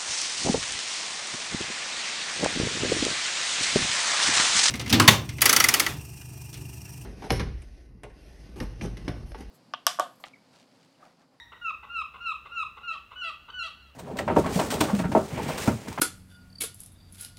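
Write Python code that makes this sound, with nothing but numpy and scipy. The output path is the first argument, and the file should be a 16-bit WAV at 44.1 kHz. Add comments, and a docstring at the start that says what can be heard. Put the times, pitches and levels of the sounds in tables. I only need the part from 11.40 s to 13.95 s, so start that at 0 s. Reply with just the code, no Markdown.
"""From a quiet room, over a low rumble and faint hiss, a gull's high cry dies away outside the window.
House fronts echo every call. Then another gull gives seven loud yelps, each after a short rasping gasp.
Each yelp starts thin, opens up as the pitch sags and ends in a rough plunge.
In the last three the voice breaks into half-pitch tones; the gasp before the final one ends in a squeak."""
import sys
import numpy as np
from scipy import signal
from scipy.fft import rfft, irfft
from scipy.io import wavfile

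SR = 44100
rng = np.random.default_rng(int(sys.argv[2]) if len(sys.argv) > 2 else 0)


def to_wav(sig):
    """Store sig (one row per channel, or 1-D mono) as 16-bit WAV at the path in sys.argv[1].

    Samples outside -1..1 are clipped; the rate is SR.
    """
    pcm = np.clip(np.atleast_2d(sig), -1, 1) * 32767
    pcm = np.round(pcm).astype(np.int16)
    wavfile.write(sys.argv[1], SR, pcm.T)  # frames by channels


N = 112454
LEAD = SR // 4   # extra samples, so that the first cry can begin before time zero
T = np.arange(-LEAD, N) / SR
HZ = np.fft.rfftfreq(len(T), 1 / SR)

# Tone colour of the background hiss: frequency_hz, gain_db
HISS_COLOUR = [(15, -53), (40, -0.5), (68, -5), (100, -4), (170, -6.5), (350, -15), (700, -16.5),
               (1500, -16.5), (3000, -24), (5000, -31), (10000, -36.5), (15500, -34.5)]
# The first gull's two notes: start_s, end_s, pitch_hz, gain_db, gain_per_overtone_db
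CRY_NOTES = [(-.12, .012, 1875, 0, 0), (.135, .18, 1910, -13, -14)]
# The tones in each of those notes: pitch_multiple, level_db
CRY_TONES = [(.5, -48), (1, -38), (2, -43.5), (3, -59), (4, -68.5), (5, -74)]
# Echoes off the house fronts: delay_s, gain_db
HOUSE_ECHOES = [(0.022, -11.5), (.041, -10), (.066, -17.5), (.23, -23.5)]
# Tone colour of the street's fading echo: frequency_hz, gain_db
ECHO_COLOUR = [(500, 4.5), (1300, -2), (2800, 4.5), (4500, 3), (8000, -3), (14000, 15)]
# One gasp before each yelp: start_s, length_s, level_db
GASP_TIMES = [(0.114, 0.0274, -46.5), (0.424, 0.0323, -46), (0.734, 0.0369, -46.5), (1.048, 0.0294, -45.5),
              (1.365, 0.02685, -45.5), (1.705, 0.0363, -47.5), (2.078, 0.0252, -46.5)]
# Tone colour of the gasps: frequency_hz, gain_db
BREATH_COLOUR = [(200, -34), (470, -8), (700, -14.5), (900, -3.5), (1100, 6), (1500, -1.5), (1750, -28),
                 (2050, -3.5), (2350, -18), (2800, -1.5), (3200, -18.5), (3650, -11.5), (4500, -34),
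                 (9000, -46.5), (13000, -73)]
# One row per yelp: start_s, opening_s, drop_s, end_s, top_pitch_hz, climb_hz_per_s, drop_hz,
# level_db, thin_start_db, octave_db, treble_db, throat_tuning_ratio, rasp_db
YELP_NOTES = [(0.209, 0.239, 0.3017, 0.32175, 1430, 502.5, 325, -29.5, -5.5, -4.5, -6.5, 0.9524, -15),
              (0.49, 0.545, 0.6141, 0.6407, 1418, 920, 335.8, -33, -4.5, -0.5, -3.5, 1.0105, -21.5),
              (0.801, 0.85, 0.9164, 0.9419, 1420, 906.5, 342, -32.5, -6.5, 0.5, -0.5, 1.0246, -25),
              (1.111, 1.158, 1.2253, 1.2503, 1417, 905, 331.3, -31.5, -5.5, -2, -0.5, 0.9925, -27.5),
              (1.426, 1.469, 1.539, 1.5853, 1419, 324.5, 130.3, -34, -7, 0, 0.5, 1.0237, -21.5),
              (1.752, 1.809, 1.890, 1.925, 1480, 53, 141.2, -38, -2, 3, 2.5, 1.0378, -18),
              (2.129, 2.184, 2.264, 2.3027, 1485, -52, 149.8, -37.5, -1, 3, 8, 1.0581, -20)]
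# How throat and beak shape the main tones: frequency_hz, gain_db
THROAT_COLOUR = [(900, -11), (1150, 5), (1420, -3), (1650, -12.5), (2000, -23.5), (2550, -1), (2800, 1.5),
                 (3400, -12.5), (3950, -13.5), (4350, -37), (4900, -31.5), (5450, -33), (6000, -36.5),
                 (6700, -34), (7250, -31), (7850, -38.5), (9200, -38), (12500, -55.5)]
# Tone colour of the voice while it is thin: pitch_multiple, gain_db
THIN_VOICE = [(1, 0.5), (2, -5), (3, -2), (4, 1), (5, -6.5), (6, -10)]
# Tone colour of the rasp that ends a yelp: frequency_hz, gain_db
RASP_COLOUR = [(600, -12.5), (1050, 8.5), (1700, -17), (2600, 3.5), (3800, -4), (4450, -20), (5100, -14.5),
               (6500, -31), (12000, -40)]
# Where the voice breaks to half pitch: start_s, length_s, half_tones_db, main_tones_db
VOICE_BREAKS = [(1.515, .05, -8.5, -10), (1.832, .08, -3, -0.5), (2.224, .06, -4, -6)]
# How throat and beak shape the half-pitch tones: frequency_hz, gain_db
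HALF_TONE_COLOUR = [(650, -14), (1980, -10.5), (3250, -7.5), (4450, -19), (5600, -31), (9000, -38.5),
                    (14000, -49.5)]
# The tones in the squeak: pitch_multiple, level_db
SQUEAK_TONES = [(1, -43.5), (2, -39), (2.5, -54), (3, -53), (4, -65)]

ATTACK_S, OPEN_S, DROP_S, RELEASE_S, BREAK_S = 0.01394, 0.01381, 0.021, 0.02288, 0.019
SETTLED_HZ, SETTLE_SHARE = 1408.8, 0.5494   # the pitch steps towards this as the voice opens
SAG_HZ, SAG_POWER = 148.63, 0.7057   # then it sags, quickly at first
JITTER, BREAK_JITTER = 0.0018, 0.00485   # pitch wobble, and the extra in a break
SWELL_DB_PER_S, FADE_DB = 76, -2.5   # growth before the opening, loss by the drop
CATCH_SHARE, CATCH_LEAD_S, CATCH_S = 0.402, 0.001, 0.0089   # the voice falters just before it opens
BRIGHTEN_DB_PER_S, BLOOM_DB = 111, -5.5   # per harmonic above the 2nd and the 5th: high ones come late
FLICKER_DB, DROP_OVERTONE_DB = 3.5, -15   # upper harmonics flicker; overtones fade in the drop
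RASP_SHARE, HALF_ROUGHNESS = 0.685, 0.145   # rasp's share of the ending; flutter depth of half tones


def from_db(db):
    """Turn decibels into a number to multiply by."""
    return 10 ** (np.asarray(db) / 20)


def at_hz(colour, hz):
    """Look up a tone colour's gain at the given frequencies."""
    f, db = np.transpose(colour)
    return from_db(np.interp(np.log(np.maximum(hz, 1)), np.log(f), db))


def noise(gains):
    """Noise of strength 1, shaped by a gain for each frequency."""
    x = irfft(rfft(rng.standard_normal(len(T))) * gains, len(T))
    return x / x.std()


def flutter(hz):
    """Random wavering, mostly slower than the given rate."""
    return noise(1 / (1 + (HZ / hz) ** 2))


def ramp(x):
    """Smooth step from 0 to 1."""
    return np.sin(np.pi / 2 * np.clip(x, 0, 1)) ** 2


def tones(table, hz, tilt_db=0):
    """Add up tones on whole multiples (harmonics) and half multiples of a pitch."""
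    phase = 2 * np.pi * np.cumsum(hz) / SR
    return sum(from_db(db + tilt_db * max(k - 1, 0)) * np.sin(k * phase) for k, db in table)


def background(rumble_hz=67.2, width_hz=3.8):
    """A low rumble and faint hiss, heard all the way through."""
    rumble = noise(1 / (1 + ((HZ - rumble_hz) / width_hz) ** 2))
    hiss = noise(at_hz(HISS_COLOUR, HZ))
    return from_db(-64) * rumble + from_db(-62.5) * hiss


def high_cry():
    """The first gull ends a high, wavering cry and adds a faint second note."""
    waver = 1 + 0.02654 * flutter(hz=200)
    out = np.zeros(len(T))
    for start, end, hz, db, tilt_db in CRY_NOTES:
        level = from_db(db) * ramp((T - start) / ATTACK_S) * ramp((end - T) / RELEASE_S)
        out += level * tones(CRY_TONES, hz * waver, tilt_db)
    return out


def street_echoes(calls, build_s=0.0053):
    """Calls arrive directly, then bounce off houses: a few echoes, a short tail and a long faint one."""
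    t = np.arange(SR) / SR
    colour = at_hz(ECHO_COLOUR, np.fft.rfftfreq(SR, 1 / SR))
    out = calls + sum(from_db(db) * np.interp(T - delay, T, calls, left=0) for delay, db in HOUSE_ECHOES)
    for fade_s, db in ((0.445, -8.5), (2.057, -21)):
        tail = rng.standard_normal(SR) * from_db(-60 * t / fade_s) * ramp(t / build_s)
        tail = irfft(rfft(tail / np.linalg.norm(tail)) * colour)
        out += from_db(db) * signal.fftconvolve(calls, tail)[:len(T)]
    return out


def gasps(rise_s=0.011, fall_s=0.01):
    """The second gull snatches air before each yelp: a short burst of noise in its throat."""
    swell = sum(from_db(db) * ramp((T - start) / rise_s) * ramp((start + length - T) / fall_s + .5)
                for start, length, db in GASP_TIMES)
    return swell * noise(at_hz(BREATH_COLOUR, HZ))


def yelps(tone_count=19):
    """The voice slides through the pitches at which the throat rings, and turns rough as it drops."""
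    out = np.zeros(len(T))
    waver = flutter(hz=162)
    flicker = [flutter(hz=30) for _ in range(tone_count)]
    grit = [flutter(hz=208.4) for _ in range(tone_count)]
    broken, half_gain, main_db = voice_breaks()
    for (start, opening, drop, end, top_hz, climb, drop_hz,
         db, thin_db, octave_db, treble_db, tuning, rasp_db) in YELP_NOTES:
        on = (T > start) & (T < end)
        t = T[on]
        until_open_s = np.maximum(opening - t, 0)
        thin = 1 - ramp((t - opening) / OPEN_S)
        progress = np.clip((t - opening) / (drop - opening), 0, 1)
        dropped = ramp((t - drop) / DROP_S)

        step_hz = SETTLE_SHARE * (top_hz - SETTLED_HZ) * (1 - thin)
        hz = top_hz - step_hz - climb * until_open_s - SAG_HZ * progress ** SAG_POWER - drop_hz * dropped
        wobble = 1 + (JITTER + BREAK_JITTER * broken[on]) * waver[on]
        phase = 2 * np.pi * np.cumsum(hz * wobble) / SR

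        catch = CATCH_SHARE * np.exp(-.5 * ((t - opening + CATCH_LEAD_S) / CATCH_S) ** 2)
        level = from_db(db + thin_db * (thin + catch) - SWELL_DB_PER_S * until_open_s + FADE_DB * progress)
        level *= ramp((t - start) / ATTACK_S) * ramp((end - t) / RELEASE_S)
        rasp = from_db(rasp_db) * np.exp(-((t - drop - DROP_S / 2) / (RASP_SHARE * (end - drop))) ** 2)

        for i, rough in enumerate(grit):
            k = (i + 1) / 2   # multiple of the pitch: 0.5, 1, 1.5, ...
            lookup_hz = k * hz / tuning
            colour_db = np.interp(k, [1, 2, 3], [0, octave_db, treble_db])
            colour_db += np.interp(k, *np.transpose(THIN_VOICE)) * thin
            colour_db -= np.clip(k - 2, 0, 4) * BRIGHTEN_DB_PER_S * until_open_s
            colour_db += np.clip(k - 5, 0, 3) * BLOOM_DB * (1 - progress)
            colour_db += (k > 3) * FLICKER_DB * flicker[i][on]
            if k.is_integer():   # a main tone
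                loss_db = main_db[on] + (k > 1) * DROP_OVERTONE_DB * dropped
                tone = at_hz(THROAT_COLOUR, lookup_hz) * from_db(loss_db)
            else:   # a half-pitch tone, heard in a break
                tone = at_hz(HALF_TONE_COLOUR, lookup_hz) * half_gain[on] * (1 - dropped)
                tone *= 1 + HALF_ROUGHNESS * rough[on]
            hoarse = rasp * rough[on] * at_hz(RASP_COLOUR, lookup_hz)
            out[on] += np.sqrt(2) * level * from_db(colour_db) * (tone + hoarse) * np.sin(k * phase)
    return out


def voice_breaks():
    """When the voice breaks, half-pitch tones come in and the main tones weaken."""
    broken, half_gain, main_db = np.zeros((3, len(T)))
    for start, length, half_db, loss_db in VOICE_BREAKS:
        gate = ramp((T - start) / BREAK_S) * ramp((start + length - T) / BREAK_S + 1)
        broken += gate
        half_gain += gate * from_db(half_db)
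        main_db += gate * loss_db
    return broken, half_gain, main_db


def squeak(time_s=2.105, width_s=0.00268, pitch_hz=1509):
    """The last gasp catches the voice and ends in a tiny blip."""
    blip = np.exp(-.5 * ((T - time_s) / width_s) ** 2)
    return blip * tones(SQUEAK_TONES, np.full(len(T), pitch_hz))


def scene():
    """Both gulls in the echoing street, over the background."""
    calls = yelps() + gasps() + squeak() + high_cry()
    return (street_echoes(calls) + background())[None, LEAD:]


def record(dry, cutoff_hz=15700):
    """Cut away the very highest treble with a steep filter."""
    return signal.sosfilt(signal.ellip(10, .1, 70, cutoff_hz, fs=SR, output="sos"), dry)


dry = scene()
out = record(dry)
to_wav(out)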